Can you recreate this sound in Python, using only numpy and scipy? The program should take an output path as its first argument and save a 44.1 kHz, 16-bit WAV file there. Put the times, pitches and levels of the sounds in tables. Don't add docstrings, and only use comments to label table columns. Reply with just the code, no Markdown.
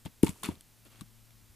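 import sys
import numpy as np
from scipy import signal
from scipy.fft import rfft, irfft, next_fast_len
from scipy.io import wavfile
from scipy.ndimage import map_coordinates

SR = 44100
rng = np.random.default_rng(int(sys.argv[2]) if len(sys.argv) > 2 else 0)


def to_wav(sig):
    pcm = np.clip(np.atleast_2d(sig), -1, 1) * 32767
    pcm = np.round(pcm).astype(np.int16)
    wavfile.write(sys.argv[1], SR, pcm.T)


N = 68355
T = np.arange(N) / SR

# centre_s, level_db, period_ms
CONTACTS = [(.0588, -30, 7.5), (.0601, -36, 2), (.0657, -32, 4.5), (.2361, -2.1, 3.7), (.2525, -32, 3.5),
            (.2945, -23, 6), (.4425, -33, 4), (.464, -38, 4), (.469, -34, 4), (.4805, -39, 3.5),
            (.4907, -16.5, 4.2), (.502, -36, 8), (.526, -40, 7), (.575, -48, 8), (1.0142, -38.5, 9),
            (1.0203, -34, 5), (1.427, -50, 10), (1.497, -50, 11)]
# delay_s, left_gain, right_gain
WALL_PATHS = [(0, 1, .47), (.0037, -.08, .2), (.0059, .05, -.11), (.0079, -.05, -.21), (.0112, 0, .08),
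              (.0168, -.08, 0)]
# start_s, level_db, pitch_hz
LOG_KNOCKS = [(.0608, -41, 900), (.238, -29.5, 880), (.27, -32.5, 935), (0.28, -36.5, 960),
              (.36, -54.5, 950), (0.4328, -33, 1053), (0.457, -39, 1190), (0.488, -34.5, 956),
              (1.0105, -45, 1130)]
# start_s, level_db, pitch_hz,
# crack_db (noise over ring, before TICK_NOISE)
BARK_ICE_TICKS = [(0.0511, -44.5, 3580, 2), (.0603, -37, 3290, -11), (0.2302, -21, 9800, -3.5),
                  (0.2329, -15, 10260, -3.5), (.2335, -30, 3620, -4.5), (0.2469, -20, 9200, -4.5),
                  (0.266, -33, 4370, 9.5), (0.2688, -30.5, 2220, -5), (.2715, -33.5, 3400, -5),
                  (0.2816, -29, 8166, 5), (.2895, -35.5, 3350, -5), (0.293, -24, 7820, -0.5),
                  (.293, -38, 2180, -4), (.4338, -31, 3540, 3.5), (.4352, -22, 9700, 4),
                  (.4403, -34.5, 2870, -4), (0.4443, -29.5, 3600, -1), (0.4515, -28.5, 2640, -7),
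                  (0.4601, -36, 2640, 7.5), (0.4875, -37, 9700, -1), (0.5107, -48, 3140, -10),
                  (0.5545, -49, 3784, 3.5), (0.6094, -32.5, 10670, -2.5), (.852, -39.5, 10900, -11),
                  (1.010, -38, 3900, 3), (1.010, -33, 8800, 0), (1.307, -53.5, 3490, 5.5)]
# start_s, hold_s, t60_s, wood_db, crust_db, body_db
LOG_SLIDES = [(.050, .008, .05, -54, -52, -60), (.0595, .003, .07, -49, -62, -45),
              (.228, .006, .14, -43, -41, -42), (.258, .016, .08, -45, -46, -42),
              (.288, .008, .12, -49, -47, -47), (.315, .11, .1, -67, -63, -65),
              (.43, .032, .13, -42.5, -46.5, -49), (.484, .008, .2, -53, -57, -45),
              (.51, .02, .15, -62, -66, -57), (.852, .015, .1, -62, -66, -58), (.9, .1, .2, -65, -72, -67),
              (1.0092, .003, .045, -53, -55, -62)]
# centre_hz, width_hz, level_db
WOOD_MODES = [(1130, 460, 1.5), (2240, 350, 1.5), (2750, 450, 1.5), (3490, 330, 1), (4330, 700, -4)]
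# frequency_hz, density_db (per Hz)
CRUST_SPECTRUM = [(2940, -31), (5000, -12), (7690, -6.5), (9980, -6), (14100, -15), (15500, -29)]
# centre_hz, width_hz, level_db (per pass)
BODY_MODES = [(169.4, 210, 0), (303.3, 570, -2.5)]
# frequency_hz, likeness (1 is identical)
SCRAPE_COHERENCE = [(200, .8), (1000, .75), (5000, .62), (9000, .94), (14000, .85)]
# frequency_hz, left_over_right_db
STEREO_LEAN = [(40, 3.5), (150, -1), (1000, 2.5), (2500, -0.5)]
# frequency_hz, level_db
HUM_PARTIALS = [(113, -66), (226, -77)]
# time_s, gain_db
HUM_GAIN = [(0, -6), (.6, -9.5), (1.0, 2), (1.55, -2.5)]
# frequency_hz, density_db (per Hz)
AIR_SPECTRUM = [(12, -22), (60, -9.5), (150, -14.5), (230, -13), (400, -22), (1000, -25.5), (4000, -26.5),
                (13500, -26.5), (15500, -32)]
# frequency_hz, likeness (1 is identical)
AIR_COHERENCE = [(30, 0.55), (100, 0.2), (300, 0.69), (1650, 0.93), (5000, .95), (15000, 1)]

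PULSE_WIDTH, LEAD_RAD = .52, .65
TAIL_DB, TAIL_T60_S, TAIL_HZ = -13.5, 0.13, 305
CAB_HZ, CAB_WIDTH_HZ, CAB_DB = 85, 13, -5
LOW_CUT_HZ = 33
KNOCK_T60_S = 0.032
TICK_CYCLES, TICK_NOISE, TICK_T60_S = 3.5, .5, .007
BLOW_DB, BLOW_HZ = 17.5, 6000
GRAINS_PER_S, GRAIN_SPREAD_DB, SMOOTH_SHARE = 900, 1.5, 0.87
RISE_S = 0.003
HUM_LEFT_DB = 13
RUMBLE_HZ, RUMBLE_DB, RUMBLE_SWING_DB = 33, -69, 3
AIR_DB = -63
EDGE_HZ, ABOVE_EDGE_DB, TOP_HZ = 15400, -28, 16400


def amp(db):
    return 10 ** (np.asarray(db) / 20)


def unit(x):
    return x / np.sqrt(np.mean(x ** 2) + 1e-20)


def along(points, hz):
    f, v = np.transpose(points)
    return np.interp(np.log(hz + 1), np.log(f + 1), v)


def filtered(x, response):
    m = next_fast_len(N + SR // 2)
    spectrum = rfft(x, m) * response(np.fft.rfftfreq(m, 1 / SR))
    return irfft(spectrum, m)[..., :N]


def resonances(modes):
    def response(f):
        total = 0
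        for k, (centre, width, db) in enumerate(modes):
            damping = 1j * f * width
            total = total + (-1) ** k * amp(db) * damping / (centre * centre - f * f + damping)
        return total
    return response


def wobble(rate):
    knots = rng.standard_normal(int(N * rate / SR) + 4)
    return map_coordinates(knots, [T * rate])


def spread(pair, coherence):
    def mid_side(hz):
        angle = np.arccos(np.clip(along(coherence, hz), -1, 1)) / 2
        return np.array([np.cos(angle), np.sin(angle)])

    mid, side = filtered(pair, mid_side)
    stereo = np.array([mid + side, mid - side])
    return filtered(stereo, lambda hz: amp(np.outer([.5, -.5], along(STEREO_LEAN, hz))))


def pressure_pulse(centre, db, ms):
    periods = (T - centre) * 1000 / ms
    return -amp(db) * np.cos(2 * np.pi * periods - LEAD_RAD) * np.exp(-(periods / PULSE_WIDTH) ** 2)


def thuds():
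    out = np.zeros((2, N))
    t = np.arange(SR // 5) / SR
    for s, db, ms in CONTACTS:
        pulse = pressure_pulse(s, db, ms)
        for delay, left, right in WALL_PATHS:
            out += np.outer([left, right], pressure_pulse(s + delay, db, ms))
        tail = rng.standard_normal((2, len(t))) * amp(-60 * t / TAIL_T60_S) * (1 - np.exp(-t / 0.0062))
        tail /= np.linalg.norm(tail[0])
        smear = signal.fftconvolve(pulse[None], tail, axes=1)[:, :N]
        out += amp(TAIL_DB) * filtered(smear, lambda hz: 1 / (1 + 1j * hz / TAIL_HZ) ** 2)
        out += filtered(pulse, resonances([(CAB_HZ, CAB_WIDTH_HZ, CAB_DB)]))
    return filtered(out, lambda hz: 1j * hz / (LOW_CUT_HZ + 1j * hz))


def knocks():
    start, db, hz = np.array(LOG_KNOCKS).T[..., None]
    t = np.maximum(T - start, 0)
    envelope = amp(db - 60 * t / KNOCK_T60_S) * (1 - np.exp(-t / 0.00011))
    phase = np.array([.3, -.3])[:, None, None]
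    ring = envelope * np.sin(2 * np.pi * hz * t + phase)
    return ring.sum(1) * amp([[2.5], [-2.5]])


def tick_colour(hz):
    band = 1 / (1 + (1500 / (hz + 1)) ** 4) / (1 + (hz / 13000) ** 4)
    return band * (1 - 0.64 * np.exp(-(hz / 1000 - 5.6) ** 2))


def ticks():
    blows = np.zeros((2, N))
    out = np.zeros((2, N + SR))
    t = np.arange(SR // 40) / SR
    for s, db, hz, crack_db in BARK_ICE_TICKS:
        first = round(s * SR)
        ring = np.sin(2 * np.pi * hz * t) * np.exp(-t * hz / TICK_CYCLES)
        crack = TICK_NOISE * rng.standard_normal((2, len(t))) * amp(crack_db - 60 * t / TICK_T60_S)
        out[:, first:first + len(t)] += amp(db) * (ring + crack)
        push = -amp(db + BLOW_DB) / (1 + (hz / BLOW_HZ) ** 8)
        blows[:, first] = push * np.array([1, rng.standard_normal()])
    wood = filtered(blows, lambda hz: resonances(WOOD_MODES)(hz) / (1 + 1j * hz / BLOW_HZ) ** 2)
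    return spread(wood + filtered(out[:, :N], tick_colour), SCRAPE_COHERENCE)


def grit():
    hits = (rng.random(N) < GRAINS_PER_S / SR) * amp(GRAIN_SPREAD_DB * rng.standard_normal(N))
    catches = np.convolve(hits, np.exp(-np.arange(120) / 22))[:N]
    return rng.standard_normal((2, N)) * (SMOOTH_SHARE + unit(catches))


def scrape():
    power = np.zeros((3, N))
    for s, hold, t60, *db in LOG_SLIDES:
        t = np.maximum(T - s, 0)
        shape = (1 - np.exp(-t / RISE_S)) * amp(-60 * np.maximum(t - hold, 0) / t60)
        power += np.outer(amp(db), shape) ** 2
    colours = (resonances(WOOD_MODES),
               lambda hz: amp(along(CRUST_SPECTRUM, hz)),
               lambda hz: resonances(BODY_MODES)(hz) ** 2)
    layers = [gain * unit(filtered(grit(), colour)) for gain, colour in zip(np.sqrt(power), colours)]
    return spread(sum(layers), SCRAPE_COHERENCE)


def hum():
    tone = np.zeros(N)
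    for hz, db in HUM_PARTIALS:
        cycles = hz * T + 0.024 * wobble(18) + rng.random()
        tone += amp(db) * np.sqrt(2) * np.sin(2 * np.pi * cycles)
    swell = amp(np.interp(T, *np.transpose(HUM_GAIN)))
    return tone * swell * amp([[HUM_LEFT_DB / 2], [-HUM_LEFT_DB / 2]])


def rumble():
    deep = filtered(rng.standard_normal(N), lambda hz: hz / (1 + (hz / RUMBLE_HZ) ** 4))
    return amp(RUMBLE_DB + RUMBLE_SWING_DB * wobble(6.1)) * unit(deep)


def air():
    noise = filtered(rng.standard_normal((2, N)), lambda hz: amp(along(AIR_SPECTRUM, hz)))
    return amp(AIR_DB) * unit(spread(noise, AIR_COHERENCE))


def scene():
    return thuds() + knocks() + ticks() + scrape() + hum() + rumble() + air()


def record(dry):
    return filtered(dry, lambda hz: np.where(hz < EDGE_HZ, 1, amp(ABOVE_EDGE_DB)) * (hz < TOP_HZ))


dry = scene()
out = record(dry)
to_wav(out)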